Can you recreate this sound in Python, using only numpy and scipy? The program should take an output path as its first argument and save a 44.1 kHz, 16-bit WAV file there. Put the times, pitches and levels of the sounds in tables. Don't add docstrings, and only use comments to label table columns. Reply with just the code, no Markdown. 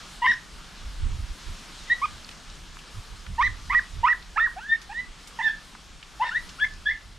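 import sys
import numpy as np
from scipy import signal
from scipy.io import wavfile
from scipy.ndimage import uniform_filter1d, map_coordinates

SR = 44100
rng = np.random.default_rng(int(sys.argv[2]) if len(sys.argv) > 2 else 0)


def gain_from_decibels(decibels):
    exponent = np.asarray(decibels, float) / 20
    return 10 ** exponent


def bounce(signal):
    frames = np.transpose(np.atleast_2d(signal))
    limited = np.clip(frames, -1, 1)
    pcm = np.round(limited * 32767).astype(np.int16)
    wavfile.write(sys.argv[1], SR, pcm)


N = 316638
MIRROR = np.array([[1], [-1]])


def rms_one(x):
    return x / np.sqrt(np.mean(x ** 2) + 1e-20)


def evened(x, span_s):
    span = round(span_s * SR)
    power = uniform_filter1d(np.mean(x ** 2, axis=0), span)
    return x / np.sqrt(uniform_filter1d(power, span) + 1e-20)


def in_time(rows, t):
    s, *columns = np.transpose(rows)
    return [np.interp(t, s, c) for c in columns]


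def at_hz(points, hz):
    table_hz, value = np.transpose(points)
    return np.interp(np.log(hz), np.log(table_hz), value)


def drift(rate, size=N):
    knots = rng.standard_normal(4000)
    return map_coordinates(knots, [5 + np.arange(size) * 2 * rate / SR % 3990], order=2)


def band(x, low_hz, high_hz):
    return signal.sosfilt(signal.butter(2, [low_hz, high_hz], "band", fs=SR, output="sos"), x)


# f/Hz, likeness 0-1
LIKENESS = [(30, .9), (75, .92), (130, .68), (300, .87), (700, .93), (1300, .85), (9500, .92), (11500, .3),
            (15000, .1)]


def banded_noise(spectrum, edges_hz, patchy_db, tilt=lambda hz: 0):
    out, together = 0, drift(2.7)
    white = rng.standard_normal((2, 2, N))
    for k, (low_hz, high_hz) in enumerate(zip(edges_hz, edges_hz[1:])):
        mid, side = band(white[k % 2], low_hz, high_hz)
        hz = np.sqrt(low_hz * high_hz)
        alike = at_hz(LIKENESS, hz)
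        flicker_db = patchy_db * (.5 * together + drift(8.3))
        gain = gain_from_decibels(at_hz(spectrum, hz) + tilt(hz) + flicker_db)
        out = out + gain * (np.sqrt(1 + alike) * mid + np.sqrt(1 - alike) * side * MIRROR)
    return out


# t/s, peak level/dB, half width/s, sharpness/dB
EDDIES = [(.17, -46, 0.035, -16), (.32, -52.5, 0.058, 5), (.58, -47, 0.061, -14), (.88, -36, 0.066, -10),
          (1.053, -24.5, 0.05, -3.5), (1.16, -35.5, 0.066, 2.5), (1.24, -34, 0.016, -22),
          (1.309, -32, 0.019, -27), (1.498, -31, 0.03, -5.5), (1.85, -47, 0.13, -15),
          (2.1, -51.5, 0.23, -3.5), (2.49, -44, 0.023, -7.5), (2.66, -45, 0.13, -7.5),
          (2.98, -35, 0.023, -5.5), (3.15, -42, 0.056, -7), (3.3, -37, 0.049, -0.5),
          (3.471, -35.5, 0.075, -1), (3.721, -37, 0.067, -5), (3.981, -36, 0.051, -3),
          (4.2, -50.5, 0.077, -9.5), (4.4, -45, 0.15, -22), (4.93, -47, 0.038, -23), (5.1, -41, 0.024, -25),
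          (5.55, -49, 0.018, -11), (5.9, -52, 0.069, -23), (6.43, -43.5, .05, -20),
          (6.75, -45.5, 0.12, -5.5), (6.95, -44.5, 0.069, -9), (7.12, -49.5, 0.11, -3.5)]


def pressure(t, calm_db, offset_db, sharpens, narrows):
    coarse = t[::64]
    s, db, width_s, sharp_db = np.transpose(EDDIES)[:, :, None]
    peak = gain_from_decibels(db + offset_db + sharpens * sharp_db)
    bells = peak * np.exp(-.5 * ((coarse - s) / (narrows * width_s)) ** 2)
    return np.interp(t, coarse, np.sqrt(gain_from_decibels(2 * calm_db) + np.sum(bells ** 2, axis=0)))


# f/Hz, level/dB per Hz
RUMBLE = [
    (14, -3),
    (30, 5),
    (60, 1),
    (110, -7.5),
    (260, -24.5),
]


def wind(t):
    push = pressure(t, calm_db=-52.5, offset_db=0, sharpens=0, narrows=1.0)
    rumble = evened(banded_noise(RUMBLE, np.geomspace(16, 55, num=4), patchy_db=3.5), 0.054)
    thump = evened(banded_noise(RUMBLE, np.geomspace(55, 110, num=3), patchy_db=3.0), 0.12)
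    buffet = evened(banded_noise(RUMBLE, np.geomspace(110, 260, num=4), patchy_db=6.5), 0.12)
    rumble = rumble * push
    thump = thump * pressure(t, calm_db=-62, offset_db=0.22, sharpens=0.97, narrows=0.83)
    buffet = buffet * pressure(t, calm_db=-62.5, offset_db=-8, sharpens=2.6, narrows=0.45)
    lumps_db = 1.5 * drift(9.8)
    pan_db = -.17 * np.clip(20 * np.log10(push) + 54.5, 0, 30)
    return (rumble + thump + buffet) * gain_from_decibels(lumps_db + pan_db / 2 * MIRROR)


# t/s, level/dB
BREEZE = [(0.0, -56.5), (0.3, -60), (1.88, -56.5), (2.14, -57), (2.54, -60), (3.74, -60), (4.04, -61),
          (4.74, -62.5), (5.4, -59.5), (5.88, -63), (6.48, -59), (7.18, -65)]
# f/Hz, level/dB per Hz
REEDS = [(71, -34), (120, -16.5), (150, 2), (188, -0.5), (276, -5), (552, -11), (1240, -4.5), (2240, -9.5),
         (3240, -7), (5270, -10), (7610, -16.5), (8590, -16), (9910, -22.5), (12400, -30.5), (15500, -41.5)]


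def reeds(t):
    air_db, = in_time(BREEZE, t)
    air_db = air_db - air_db.mean()
    rustle_db = 1.6 * drift(7.0)

    def tilt(hz):
        follows = 0.75 if hz < 800 else 0.88 if hz < 6000 else 1.13
        return air_db * follows + rustle_db * (hz > 9500)

    edges_hz = 110 * 2 ** np.arange(0, 7.3, 1 / 3)
    hiss = rms_one(banded_noise(REEDS, edges_hz, patchy_db=1.1, tilt=tilt))
    return gain_from_decibels(-47.5) * hiss * gain_from_decibels(0.4 * MIRROR)


# t/s, peak level/dB, f/Hz, width/octaves, decay/s
TICKS = [(2.246, -31.5, 4760, 0.29, 0.0015), (2.29, -29.5, 1940, 2.2, 0.0038),
         (2.312, -33.5, 2680, 1.6, 0.014), (2.5, -36.5, 4800, 0.53, 0.0026), (2.555, -38, 5200, .6, .001),
         (2.769, -30.5, 1360, 0.81, 0.0026), (2.789, -37.5, 2600, 0.32, .006),
         (3.265, -32, 1800, 1.1, .003), (4.223, -39, 3600, 0.65, 0.0062), (4.816, -35, 3000, 2.5, 0.017),
         (5.273, -34, 4630, 2, 0.019), (5.75, -32, 1220, 0.83, 0.0037), (6.028, -31, 2500, 0.96, 0.0049),
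         (6.491, -33, 3700, 1.3, 0.015), (6.598, -30, 2500, 0.68, .004), (6.737, -37, 3800, 1.2, 0.0048)]


def ticks():
    out, t = np.zeros((2, N)), np.arange(2048) / SR
    noises = rng.standard_normal((len(TICKS), 2, len(t)))
    for (s, db, hz, octaves, decay_s), (mid, side) in zip(TICKS, noises):
        puff = (mid + 0.42 * side * MIRROR) * np.exp(-t / decay_s)
        puff = band(puff, hz / 2 ** (octaves / 2 + 0.065), hz * 2 ** (octaves / 2 + .05))
        puff = band(puff, 570, 12000)
        at = round(s * SR)
        out[:, at:at + len(t)] += gain_from_decibels(db) * puff / np.abs(puff).max()
    return out


# delay/s, level/dB
ECHOES = [(.005, -3.5), (.009, 11.5), (.016, -1), (.033, -5), (.048, 2.5), (.07, -27), (.095, -17)]


def field(x):
    t60_s, scatter_db = 0.27, 6.5
    t = np.arange(SR // 2) / SR
    decay = gain_from_decibels(-60 * t / t60_s) * np.clip(t / 0.017, 0, 1)
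    mid, side = rng.standard_normal((2, len(t))) * decay
    reply = (mid + 0.38 * side * MIRROR) / np.sqrt(np.sum(mid ** 2)) * gain_from_decibels(scatter_db)
    for k, (s, db) in enumerate(ECHOES):
        skew = np.array([k % 3, 2 - k % 3])
        reply[[0, 1], round(s * SR) + skew] += gain_from_decibels(db - 6.5)
    x = signal.lfilter([1, -.8], [.3], x)
    return signal.fftconvolve(x[None], reply, axes=1)[:, :N]


def contour(note, voice, kind):
    start_s, length_s, first_hz, last_hz, crest_db = note
    crest, second_first_db, second_last_db = voice[:3]
    t = np.linspace(0, length_s, num=40)
    crest_s = np.clip(crest, .02, .98) * length_s
    fall_s = min(kind["fall_s"], length_s / 2)
    climb = np.clip(t / (length_s - fall_s), 0, 1) ** kind["bend"]
    drop = np.clip((t - length_s + fall_s) / fall_s, 0, 1) ** 2.6
    pitch_hz = (first_hz + (last_hz - first_hz) * climb) * (1 - kind["fall"] * drop)
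    swell_db = 20 * kind["swell"] * np.log10(np.clip(t / crest_s, .03, 1))
    release_db = 20 * np.log10(np.clip((length_s - t) / kind["release_s"], .1, 1))
    sag_db = kind["sag_db_per_s"] * np.maximum(t - crest_s, 0)
    level_db = crest_db + swell_db + release_db - sag_db
    second_db = second_first_db + (second_last_db - second_first_db) * t / length_s
    return np.transpose([start_s + t, pitch_hz, level_db, second_db])


# f/Hz, level/dB
THROAT = [(1500, -15.5), (2600, 17), (3100, 7), (3900, -24), (4600, -14.5), (5600, -8.5), (7000, -44)]
REGISTER_HZ = 1500


def yip(rows, third_db, half_db, rough, start_phase):
    t = np.arange(round(rows[0][0] * SR), round(rows[-1][0] * SR)) / SR
    s, hz, level_db, second_db = np.transpose(rows)
    pitch_hz = np.interp(t, s, hz)
    level = np.interp(t, s, gain_from_decibels(level_db))
    second = np.interp(t, s, gain_from_decibels(level_db + second_db))
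    strain = 1.43 * np.linspace(.25, 1, len(t)) ** 1.31

    jitter = 1 + 0.099 * rough * strain * drift(205.4, size=len(t))
    phase = start_phase + 2 * np.pi * np.cumsum(pitch_hz * jitter) / SR
    shimmer = [1 + share * rough * strain * drift(146.0, size=len(t)) for share in (0.4, 0.74, 7.2, 2.6)]
    wave = level * shimmer[0] * np.sin(phase) + second * shimmer[1] * np.sin(2 * phase)

    upper = sum(gain_from_decibels(at_hz(THROAT, k * pitch_hz)) * np.sin(k * phase) for k in range(3, 6))
    low_drive = np.sqrt(level * np.minimum(second, 0.3 * level))
    drive = np.where(pitch_hz > REGISTER_HZ, level, low_drive)
    wave += drive * gain_from_decibels(third_db) * shimmer[2] * upper

    low_half = np.clip((pitch_hz - 1400) / 300, 0, 1)
    halves = low_half * np.sin(phase / 2) + (1 - 0.19 * low_half) * np.sin(3 * phase / 2)
    halves += 0.3 * np.sin(5 * phase / 2)
    wave += level * gain_from_decibels(half_db) * strain * shimmer[3] * halves

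    air = rng.standard_normal(SR // 8)[:len(t)] * (1 + np.sin(phase))
    rasp = band(air, 1900, 2700) + 1.3 * band(air, 3100, 3620)
    rasp += 0.29 * band(air, 3280, 4060) + 0.24 * band(air, 5300, 5500)
    wave += np.maximum(level, second) * gain_from_decibels(-14.5) * rough * strain * rms_one(rasp)
    edge = np.clip(np.minimum(t - t[0], t[-1] - t) / 0.0012, 0, 1)
    return wave * edge, phase


# t/s, length/s, rate/Hz, depth 0-1
FLUTTERS = [
    (3.412, .016, 295, 0.26),
    (3.727, 0.021, 260, .55),
    (4.06, 0.03, 231, 0.45),
    (6.237, 0.053, 340, 0.43),
]


def flutter():
    gain = np.ones(N)
    for s, length_s, rate_hz, depth in FLUTTERS:
        t = np.arange(round(length_s * SR)) / SR
        beat = np.sin(2 * np.pi * rate_hz * t + 0.8 * drift(40.0, size=len(t)))
        at = round(s * SR)
        gain[at:at + len(t)] += depth * beat * np.sin(np.pi * t / length_s) ** .5
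    return gain


# crest place 0-1, second harmonic first/dB, last/dB, roughness 0-1, echo level/dB
PEEPS = [
    (1.898, 0.04, 1783, 1943, -13),
    (4.597, 0.1, 1178, 1830, -35),
]
PEEP_VOICE = [(.65, -21, -17.5, 0.11, -23.5), (.7, 0, -44, 0.13, -22)]
PEEP = dict(swell=0.49, sag_db_per_s=404, release_s=0.0041, bend=0.57, fall_s=0.0058, fall=-.01,
            third_db=-42, half_db=-41)
BARKS = [
    (0.217, .035, 945, 996, -18),
    (3.379, 0.031, 894, 1013, -13.5),
    (3.696, 0.02, 900, 1078, -24.5),
    (4.03, 0.031, 898, 1039, -11.5),
    (4.358, 0.02, 792, 903, -24.5),
    (4.56, 0.042, 700, 905, -32),
    (4.89, 0.047, 786, 921, -34.5),
    (5.387, 0.022, 961, 832, -26),
    (6.195, .033, 804, 986, -15),
]
BARK_VOICE = [(0.34, -5, -13, 0.29, -18), (0.8, -3, -32, 0.082, -25.5), (0.55, 7.5, 2, 0.11, -11),
              (0.53, -26, -9.5, 0.09, -20.5), (0.87, 5, 1.5, 0.25, -22), (0.29, -18, -5, .15, -26),
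              (0.22, -17, 5, 0.23, -26), (0.22, -3.5, 0, 0.27, -16.5), (0.9, -30, -18, 0.12, -16.5)]
BARK = dict(swell=1, sag_db_per_s=153, release_s=0.0053, bend=1.466, fall_s=0.0044, fall=-.01,
            third_db=-26.5, half_db=-39)
CRACKS = [(0.244, 0.028, 992, 1059, -18.5), (3.407, 0.024, 1031, 1200, -17),
          (3.712, 0.041, 1044, 1300, -23), (4.058, 0.028, 1078, 1318, -14.5),
          (4.374, 0.0097, 884, 1235, -18.5), (4.38, .018, 1226, 1390, -16.5),
          (5.404, 0.019, 848, 1033, -32), (6.223, 0.0253, 988, 1020, -20.5)]
CRACK_VOICE = [(.75, 2, -2, 0.39, -19), (0.22, -8, -11, 0.45, -26), (0.62, -6, -9, 0.45, -22),
               (0.96, -12.5, -11, 0.15, -25), (.7, -2, -6, 0.2, -20), (.2, -12, -24, 0.085, -22),
               (0.52, 8, 8, 0.15, -16.5), (0.2, -11, -8, 0.37, -19.5)]
CRACK = dict(swell=0.38, sag_db_per_s=143.5, release_s=0.0042, bend=0.663, fall_s=0.0021, fall=-.05,
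             third_db=-21.5, half_db=-31)
HOOKS = [
    (0.27, 0.055, 1736, 1958, -14),
    (3.428, 0.055, 1750, 2027, -17),
    (3.748, 0.052, 1837, 1959, -13),
    (4.085, 0.052, 1794, 1972, -15.5),
    (4.397, 0.074, 1704, 1909, -17),
]
HOOK_VOICE = [(1, -24, -22, 0.19, -22.5), (0.15, -24, -17.5, 0.22, -24), (.08, -49, -25, .02, -28),
              (0.76, -41, -29, .05, -27), (0.6, -16.5, -46, 0.04, -21.5)]
HOOK = dict(swell=0.067, sag_db_per_s=76, release_s=0.0067, bend=0.504, fall_s=0.018, fall=0.3,
            third_db=-39, half_db=-42)
WHINES = [(1.868, 0.031, 1860, 2067, -39), (4.466, .018, 1790, 990, -31), (4.739, .012, 2100, 2250, -35),
          (4.935, 0.078, 1686, 2015, -24.5), (6.306, 0.051, 1196, 1716, -28.5),
          (6.582, 0.037, 1138, 1692, -26.5), (6.64, 0.019, 1926, 2117, -21),
          (6.889, 0.036, 1776, 2122, -21)]
WHINE_VOICE = [(.9, -40, -40, 0.082, -25), (.05, -36, -51, .08, -16), (0.48, -41, -29, 0.088, -29),
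               (0.77, -19, -23.5, 0.067, -19.5), (0.3, -5, -30, 0.17, -19), (1, -18, -2, 0.12, -21),
               (0.16, -39, -35, 0.34, -25), (0.24, -42, -38, 0.11, -18.5)]
WHINE = dict(swell=0.92, sag_db_per_s=250, release_s=0.0058, bend=.7, fall_s=0.0053, fall=.01,
             third_db=-42.5, half_db=-33.5)
CHIRPS = [
    (4.682, 0.035, 1720, 1804, -23.5),
    (6.61, 0.042, 1638, 1738, -13.5),
    (6.855, 0.051, 1544, 1807, -16.5),
]
CHIRP_VOICE = [(0.5, -17, -5.5, 0.1, -23), (0.54, -1, -34.5, 0.11, -21.5), (0.34, -3, -33, 0.14, -15.5)]
CHIRP = dict(swell=1.07, sag_db_per_s=251, release_s=0.0043, bend=0.38, fall_s=0.0041, fall=-.02,
             third_db=-44.5, half_db=-45.5)
STRAINS = [
    (5.422, 0.03, 1727, 1829, -26.5),
    (6.243, 0.043, 1830, 1796, -30),
]
STRAIN_VOICE = [(0.5, -12, -3.5, 0.1, -24), (0.3, -15, -8, 0.38, -15.5)]
STRAIN = dict(swell=0.3, sag_db_per_s=60, release_s=0.0045, bend=0.95, fall_s=0.0059, fall=0.01,
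              third_db=-56, half_db=-26)
ARCHES = [
    (2.016, .045, 998, 1242, -18),
]
ARCH_VOICE = [(.55, -14, -10.5, 0.11, -27.5)]
ARCH = dict(swell=0.53, sag_db_per_s=250, release_s=0.0037, bend=0.76, fall_s=0.0149, fall=0.24,
            third_db=-17, half_db=-44)
SURGES = [
    (4.713, 0.03, 1790, 1845, -12.5),
    (5.444, .049, 1800, 1760, -16),
    (6.345, 0.039, 1680, 2000, -19),
    (6.29, 0.012, 1870, 1800, -21),
]
SURGE_VOICE = [(0.45, -29, -25, .04, -25), (0.63, -21.5, -14.5, .12, -15.5), (0.39, -18, -26, 0.14, -25),
               (.45, -25, -27, .15, -20)]
SURGE = dict(swell=0.55, sag_db_per_s=58, release_s=0.0057, bend=0.98, fall_s=0.0034, fall=.01,
             third_db=-43, half_db=-45)
SAG = dict(swell=0.5, sag_db_per_s=150, release_s=0.0097, bend=.9, fall_s=.018, fall=0.19,
           third_db=-37, half_db=-28)
REPERTOIRE = [(PEEPS, PEEP_VOICE, PEEP), (BARKS, BARK_VOICE, BARK), (CRACKS, CRACK_VOICE, CRACK),
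              (HOOKS, HOOK_VOICE, HOOK), (WHINES, WHINE_VOICE, WHINE), (CHIRPS, CHIRP_VOICE, CHIRP),
              (STRAINS, STRAIN_VOICE, STRAIN), (ARCHES, ARCH_VOICE, ARCH),
              (SURGES[::2], SURGE_VOICE[::2], SURGE), (SURGES[1::2], SURGE_VOICE[1::2], SAG)]
# t/s, L-R level/dB
BEARING = [(0, 0), (1.9, -.5), (2.03, -2.5), (4.45, -4), (4.72, 2), (4.95, -4), (5.45, -4), (6.3, 2),
           (6.62, 3), (6.92, -1)]
# t/s, level/dB
BANK = [(0.25, -17), (.3, -10), (1.9, -15.5), (2.03, -20), (3.4, -24), (3.46, -19), (3.75, -21),
        (4.08, -15.5), (4.42, -14), (4.6, -20), (4.73, -8.5), (4.97, -17), (5.4, -20), (5.47, -12.5),
        (6.22, -18), (6.36, -13), (6.63, -12.5), (6.9, -9.5)]


def puppies(t):
    bank_s, left_lag_s = .022, 3.5e-5
    third_db_per_rough, halves_db_per_rough = 85.5, 33
    direct, sent, cycle = np.zeros((2, N)), np.zeros(N), np.zeros(N)
    sung = [(row, voice, kind) for notes, voices, kind in REPERTOIRE for row, voice in zip(notes, voices)]
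    for row, voice, kind in sorted(sung, key=lambda note: note[0][0]):
        rough, echo_db = voice[3:]
        at = round(row[0] * SR)
        pan_db, = in_time(BEARING, row[0])
        third_db = kind["third_db"] + third_db_per_rough * rough * (row[2] > REGISTER_HZ)
        half_db = kind["half_db"] + halves_db_per_rough * rough
        note, phase = yip(contour(row, voice, kind), third_db, half_db, rough, cycle[at])
        end = at + len(note)
        cycle[at:end] = phase
        direct[:, at:end] += note * gain_from_decibels(pan_db / 2 * MIRROR)
        sent[at:end] += note * gain_from_decibels(echo_db)
    throb = flutter()
    direct, sent = direct * throb, sent * throb

    bank_db, = in_time(BANK, t)
    bank = np.roll(direct[::-1] * gain_from_decibels(bank_db), round(bank_s * SR), axis=1)
    bank = signal.lfilter([1, -.95], [.28], bank)
    direct[0] = map_coordinates(direct[0], [np.arange(N) - left_lag_s * SR], order=3)
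    return direct + bank + field(sent)


def scene():
    t = np.arange(N) / SR
    return wind(t) + reeds(t) + ticks() + puppies(t)


def band_limit(x):
    return signal.sosfilt(signal.butter(12, 15720, fs=SR, output="sos"), x)


def record(dry):
    cut = signal.cheby2(12, 60, 16100, fs=SR, output="sos")
    mix = signal.sosfilt(cut, dry)
    return band_limit(mix)


dry = scene()
out = record(dry)
bounce(out)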